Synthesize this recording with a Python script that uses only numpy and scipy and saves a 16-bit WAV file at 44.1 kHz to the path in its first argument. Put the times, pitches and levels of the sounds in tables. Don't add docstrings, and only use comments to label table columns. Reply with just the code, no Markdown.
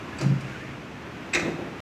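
import sys
import numpy as np
from scipy import signal
from scipy.fft import irfft
from scipy.io import wavfile
from scipy.ndimage import uniform_filter1d

SR = 44100
rng = np.random.default_rng(int(sys.argv[2]) if len(sys.argv) > 2 else 0)


def unload_wav(signal):
    wavfile.write(
        sys.argv[1],
        SR,
        np.round(np.clip(np.atleast_2d(signal).T, -1, 1) * 32767).astype(np.int16),
    )


N = 85995
T = np.arange(N) / SR

# frequency in Hz, relative density in dB per Hz.
AIR_COLOUR = [(25, -39), (45, -20), (70, -0.5), (96, -4.5), (120, 0), (190, 0.5), (310, -0.5), (470, -6.5),
              (900, -10), (1100, -9.5), (1400, -10.5), (2600, -14), (3200, -20), (4500, -27.5),
              (6000, -29.5), (7500, -35), (8700, -40.5), (10500, -44), (14000, -44.5)]
# time in seconds, relative level in dB.
AIR_LEVEL = [(0, 2.5), (.3, 2), (.65, 0), (.88, -.5), (1.25, 1.5), (1.8, 1)]
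# frequency in Hz, level in dB.
HUM_TONES = [(121, -53.5), (247, -57.5), (300, -50.5), (403, -58)]
AIR_DB = -39.5

# time in seconds, level in dB.
RUB_LEVEL = [(0, -60.5), (.18, -46), (.205, -37), (.245, -39), (.285, -48), (.37, -49.5), (.5, -42.5),
             (.66, -45.5), (.85, -53.5), (1.2, -57)]
# frequency in Hz, relative level in dB.
RUB_COLOUR = [(200, 10.5), (1000, -2.5), (2600, 5), (3400, -10), (7000, -14), (9000, -25), (14000, -33)]
# start in seconds, length in seconds, mean frequency in Hz, level in dB.
SQUEAKS = [(.035, .085, 1055, -47), (.125, .02, 1690, -44), (.465, .04, 1390, -47),
           (0.521, 0.017, 1560, -42), (0.544, 0.03, 1520, -41), (0.587, 0.06, 1776, -44),
           (.662, 0.043, 1816, -44)]
SQUEAK_WIDTH_HZ, SQUEAK_GRAIN = 31.6, 0.5

# start in seconds, relative level of the low modes in dB,
# relative level of the high modes in dB.
PAWL_TOUCHES = [(0.184, -23.5, -12), (1.3315, -7, -13), (1.335, 0, -0.5), (1.3405, -3.5, -6.5)]
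# frequency in Hz, relative level in dB, t60 in seconds.
PAWL_LOW_MODES = [(2130, -21.5, .12), (2487, -17.5, .12), (2690, -21.5, 0.047), (3840, -32.5, 0.0509),
                  (4850, -32.5, 0.037)]
PAWL_HIGH_MODES = [(7430, -29, .035), (7840, -27, 0.051)]

# start in seconds, relative level in dB, brightness in dB per octave,
# level of the ringing relative to its tick in dB.
CATCH_TICKS = [(0.1871, -7, -1, 5.5), (0.2104, -2, 1, 1), (.228, -12.5, 3, -6.5), (.4066, -17, 4, -14)]
# frequency in Hz, relative level in dB.
CATCH_COLOUR = [(200, -7.5), (700, 0), (1250, 8), (2400, -1), (3300, -9), (4700, -1.5), (7500, -8.5),
                (8500, -18), (9300, -8.5), (10200, -32.5), (12500, -26.5), (14000, -34)]
# frequency in Hz, relative level in dB, t60 in seconds.
CATCH_MODES = [(1255, -43, .25), (4620, -42, .13), (4800, -44, .15), (4930, -46.5, .1), (6150, -52, .15)]
CATCH_DB, CATCH_T60_S = -28, 0.078

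# start in seconds, relative level in dB, rise in seconds, t60 in seconds,
# brightness in dB per octave, relative level of the lid's ring in dB.
KNOCKS = [(.203, -3.5, .008, 0.46, -1, -9), (1.338, -5, 0.024, 0.79, 2.5, 2.5),
          (1.42, -1, 0.0083, 0.35, -2.5, -9), (1.453, 2.5, 0.009, 0.24, 0.66, 2.5),
          (1.52, -3.5, .015, 0.27, -4, -12), (1.578, -6, 0.011, .7, 1, -13)]
# frequency in Hz, relative level in dB.
SHUDDER_COLOUR = [(30, -70.5), (55, -42.5), (85, -15.5), (125, -6), (170, -7), (260, -3.5), (340, -1),
                  (410, -9), (530, -9.5), (680, -10.5), (1200, -23.5), (2500, -28.5), (6000, -59.5)]
# frequency in Hz, relative level in dB, t60 in seconds.
LID_MODES = [(165.7, -34.5, .55), (212.1, -37.5, 0.54), (305.3, -37, 0.28), (350, -24, 0.28),
             (368, -35.5, 0.43), (455, -37.5, 0.46), (527.3, -37, 0.44)]
SHUDDER_DB = -27

# frequency in Hz, peak level in dB.
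PANEL_MODES = [(117, -34.5), (137.2, -18.5), (167.6, -27.5), (187.8, -26.5), (204, -33.5), (245, -38),
               (301, -38), (366, -41)]
PRESS_S, PRESS_RISE_S, PRESS_HOLD_S, PRESS_RELEASE_S = 0.266, 0.038, 0.054, 0.05

# start in seconds, relative level in dB, brightness in dB per octave.
LOCK_BLOWS = [(1.3355, -7.5, -1.5), (1.3478, -2.5, 0.95), (1.354, -4, -4.5), (1.3693, -7.5, -5.5),
              (1.396, -12.5, -0.5)]
# frequency in Hz, relative level in dB.
CRACK_COLOUR = [(150, -26.5), (600, -12), (1000, -12), (1500, 0.5), (2000, 2.5), (2600, 2.5), (3150, -10.5),
                (3700, -1.5), (4800, -9.5), (5800, -4), (7800, -15), (8800, -21), (10500, -34.5),
                (12600, -30.5), (14000, -43.5)]
CRACK_DB, CRACK_T60_S = -16.5, 0.071

# frequency in Hz, level in dB, t60 in seconds.
FRAME_HZ = [1187, 1300, 1749, 1870, 2018, 2130, 2245, 2404, 2464, 2528, 2626, 2704, 3777, 4038, 5675, 7912]
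FRAME_DB = [-40, -37.5, -32.5, -33, -30.5, -28.5, -32.5, -28, -26.5, -33.5, -34, -34, -40.5, -40.5, -38,
            -46]
FRAME_T60_S = [0.54, 0.33, .35, 0.27, .4, .33, 0.19, .22, .2, 0.25, .2, .18, .22, .13, 0.14, .18]
FRAME_START_S = 1.3475

# frequency in Hz, t60 in seconds.
HALL_DECAY = [(120, 1.5), (500, 0.77), (2000, 0.89), (5000, .6), (8000, 0.32), (13000, 0.44)]
STEEL_WET_DB, THUD_WET_DB, SHUDDER_WET_DB = -9, -18.5, -13.5
RING_WET_DB = -8
NEAR_WET_DB, NEAR_T60_S = -9, 0.54
REFLECTION_DELAY_S = 0.012
PIVOT_HZ = 2500
LOW_CUT_HZ, EDGE_HZ, STOP_S = 42, 13950, 1.804


def amp(db):
    return 10 ** (np.asarray(db) / 20)


def unit(x):
    return x / np.sqrt(np.mean(x ** 2) + 1e-20)


def read(points, hz):
    f, value = np.transpose(points)
    return np.interp(np.log(hz + 1), np.log(f + 1), value)


def level(points):
    return amp(np.interp(T, *np.transpose(points)))


def delayed(x, s):
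    silence = np.zeros(max(round(s * SR), 0))
    return np.concatenate([silence, x])[:N]


def noise(colour):
    hz = np.fft.rfftfreq(N, 1 / SR)
    phase = 2 * np.pi * rng.random(len(hz))
    return unit(irfft(amp(read(colour, hz)) * np.exp(1j * phase), N))


def ring(modes, rise):
    onset = np.minimum(T / rise, 1)
    return onset * sum(amp(db - 60 * T / t60) * np.sin(2 * np.pi * hz * T) for hz, db, t60 in modes)


def coloured(x, colour, tilt_db=0):
    hz = abs(np.fft.fftfreq(8192, 1 / SR))
    tilt = tilt_db * np.log2((hz + 1) / PIVOT_HZ)
    gain = unit(amp(read(colour, hz) + tilt))
    spectrum = np.exp(np.conj(signal.hilbert(np.log(gain + 1e-6))))
    response = np.fft.ifft(spectrum).real
    return signal.fftconvolve(x, response[:len(hz) // 2])[:N]


def burst(colour, tilt_db, rise, t60):
    envelope = np.minimum(T / rise, 1) * amp(-60 * T / t60)
    return coloured(envelope * rng.choice([-1, 1], N), colour, tilt_db)


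def echoes(x, decay):
    hz, t, z = signal.stft(rng.standard_normal(N), SR, nperseg=256)
    dying = z * amp(-60 * t / read(decay, hz)[:, None])
    tail = signal.istft(dying, SR, nperseg=256)[1][:N]
    response = delayed(tail / np.linalg.norm(tail), REFLECTION_DELAY_S)
    return signal.fftconvolve(x, response)[:N]


def hall_air():
    hum = sum(amp(db) * np.sin(2 * np.pi * (hz * T + rng.random())) for hz, db in HUM_TONES)
    return amp(AIR_DB) * level(AIR_LEVEL) * noise(AIR_COLOUR) + hum


def bearing():
    out = level(RUB_LEVEL) * noise(RUB_COLOUR)
    for s, length, hz, db in SQUEAKS:
        waver, grain = unit(uniform_filter1d(rng.standard_normal((2, N)), size=200))
        arch = np.sqrt(abs(np.sin(np.pi * np.clip((T - s) / length, 0, 1))))
        phase = 2 * np.pi * np.cumsum(hz + SQUEAK_WIDTH_HZ * waver) / SR
        roughness = unit(1 + SQUEAK_GRAIN * grain)
        out = out + amp(db) * arch * roughness * np.sin(phase)
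    return out


def pawl(rise_s=0.0025):
    low, high = ring(PAWL_LOW_MODES, rise_s), ring(PAWL_HIGH_MODES, rise_s)
    return sum(delayed(amp(db) * low + amp(high_db) * high, s) for s, db, high_db in PAWL_TOUCHES)


def catch(rise_s=0.0015):
    modes = ring(CATCH_MODES, rise_s)
    out = np.zeros(N)
    for s, db, tilt, modes_db in CATCH_TICKS:
        click = amp(CATCH_DB) * burst(CATCH_COLOUR, tilt, rise_s, CATCH_T60_S)
        out += delayed(amp(db) * (click + amp(modes_db) * modes), s)
    return out


def cabinet():
    out = np.zeros(N)
    for s, db, rise, t60, tilt, lid_db in KNOCKS:
        shudder = amp(SHUDDER_DB + db) * burst(SHUDDER_COLOUR, tilt, rise, t60)
        lid = amp(lid_db) * ring(LID_MODES, rise)
        out += delayed(shudder + lid, s)
    return out


def thud():
    t = T - PRESS_S
    loading = (np.minimum(t, 0) / PRESS_RISE_S) ** 2
    damping = (np.maximum(t - PRESS_HOLD_S, 0) / PRESS_RELEASE_S) ** 2
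    return np.exp(-loading - damping) * sum(amp(db) * np.cos(2 * np.pi * hz * t) for hz, db in PANEL_MODES)


def lock(rise_s=0.00037):
    return sum(delayed(amp(CRACK_DB + db) * burst(CRACK_COLOUR, tilt, rise_s, CRACK_T60_S), s)
               for s, db, tilt in LOCK_BLOWS)


def frame(rise_s=0.0059):
    return delayed(ring(zip(FRAME_HZ, FRAME_DB, FRAME_T60_S), rise_s), FRAME_START_S)


def scene():
    ringing = pawl() + frame()
    steel = catch() + lock()
    low, shudder = thud(), cabinet()
    thrown = steel + amp(RING_WET_DB) * ringing
    near = amp(NEAR_WET_DB) * echoes(thrown, [(1000, NEAR_T60_S)])
    to_hall = amp(STEEL_WET_DB) * thrown + amp(THUD_WET_DB) * low + amp(SHUDDER_WET_DB) * shudder
    far = echoes(to_hall, HALL_DECAY)
    return (ringing + steel + low + shudder + near + far + bearing() + hall_air())[None]


def record(dry):
    high_pass = signal.butter(3, LOW_CUT_HZ, "high", fs=SR, output="sos")
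    thinned = signal.sosfilt(high_pass, dry)
    low_pass = signal.firwin(401, EDGE_HZ, window=("kaiser", 8), fs=SR)
    return signal.oaconvolve(thinned * (T < STOP_S), low_pass[None], "same")


dry = scene()
out = record(dry)
unload_wav(out)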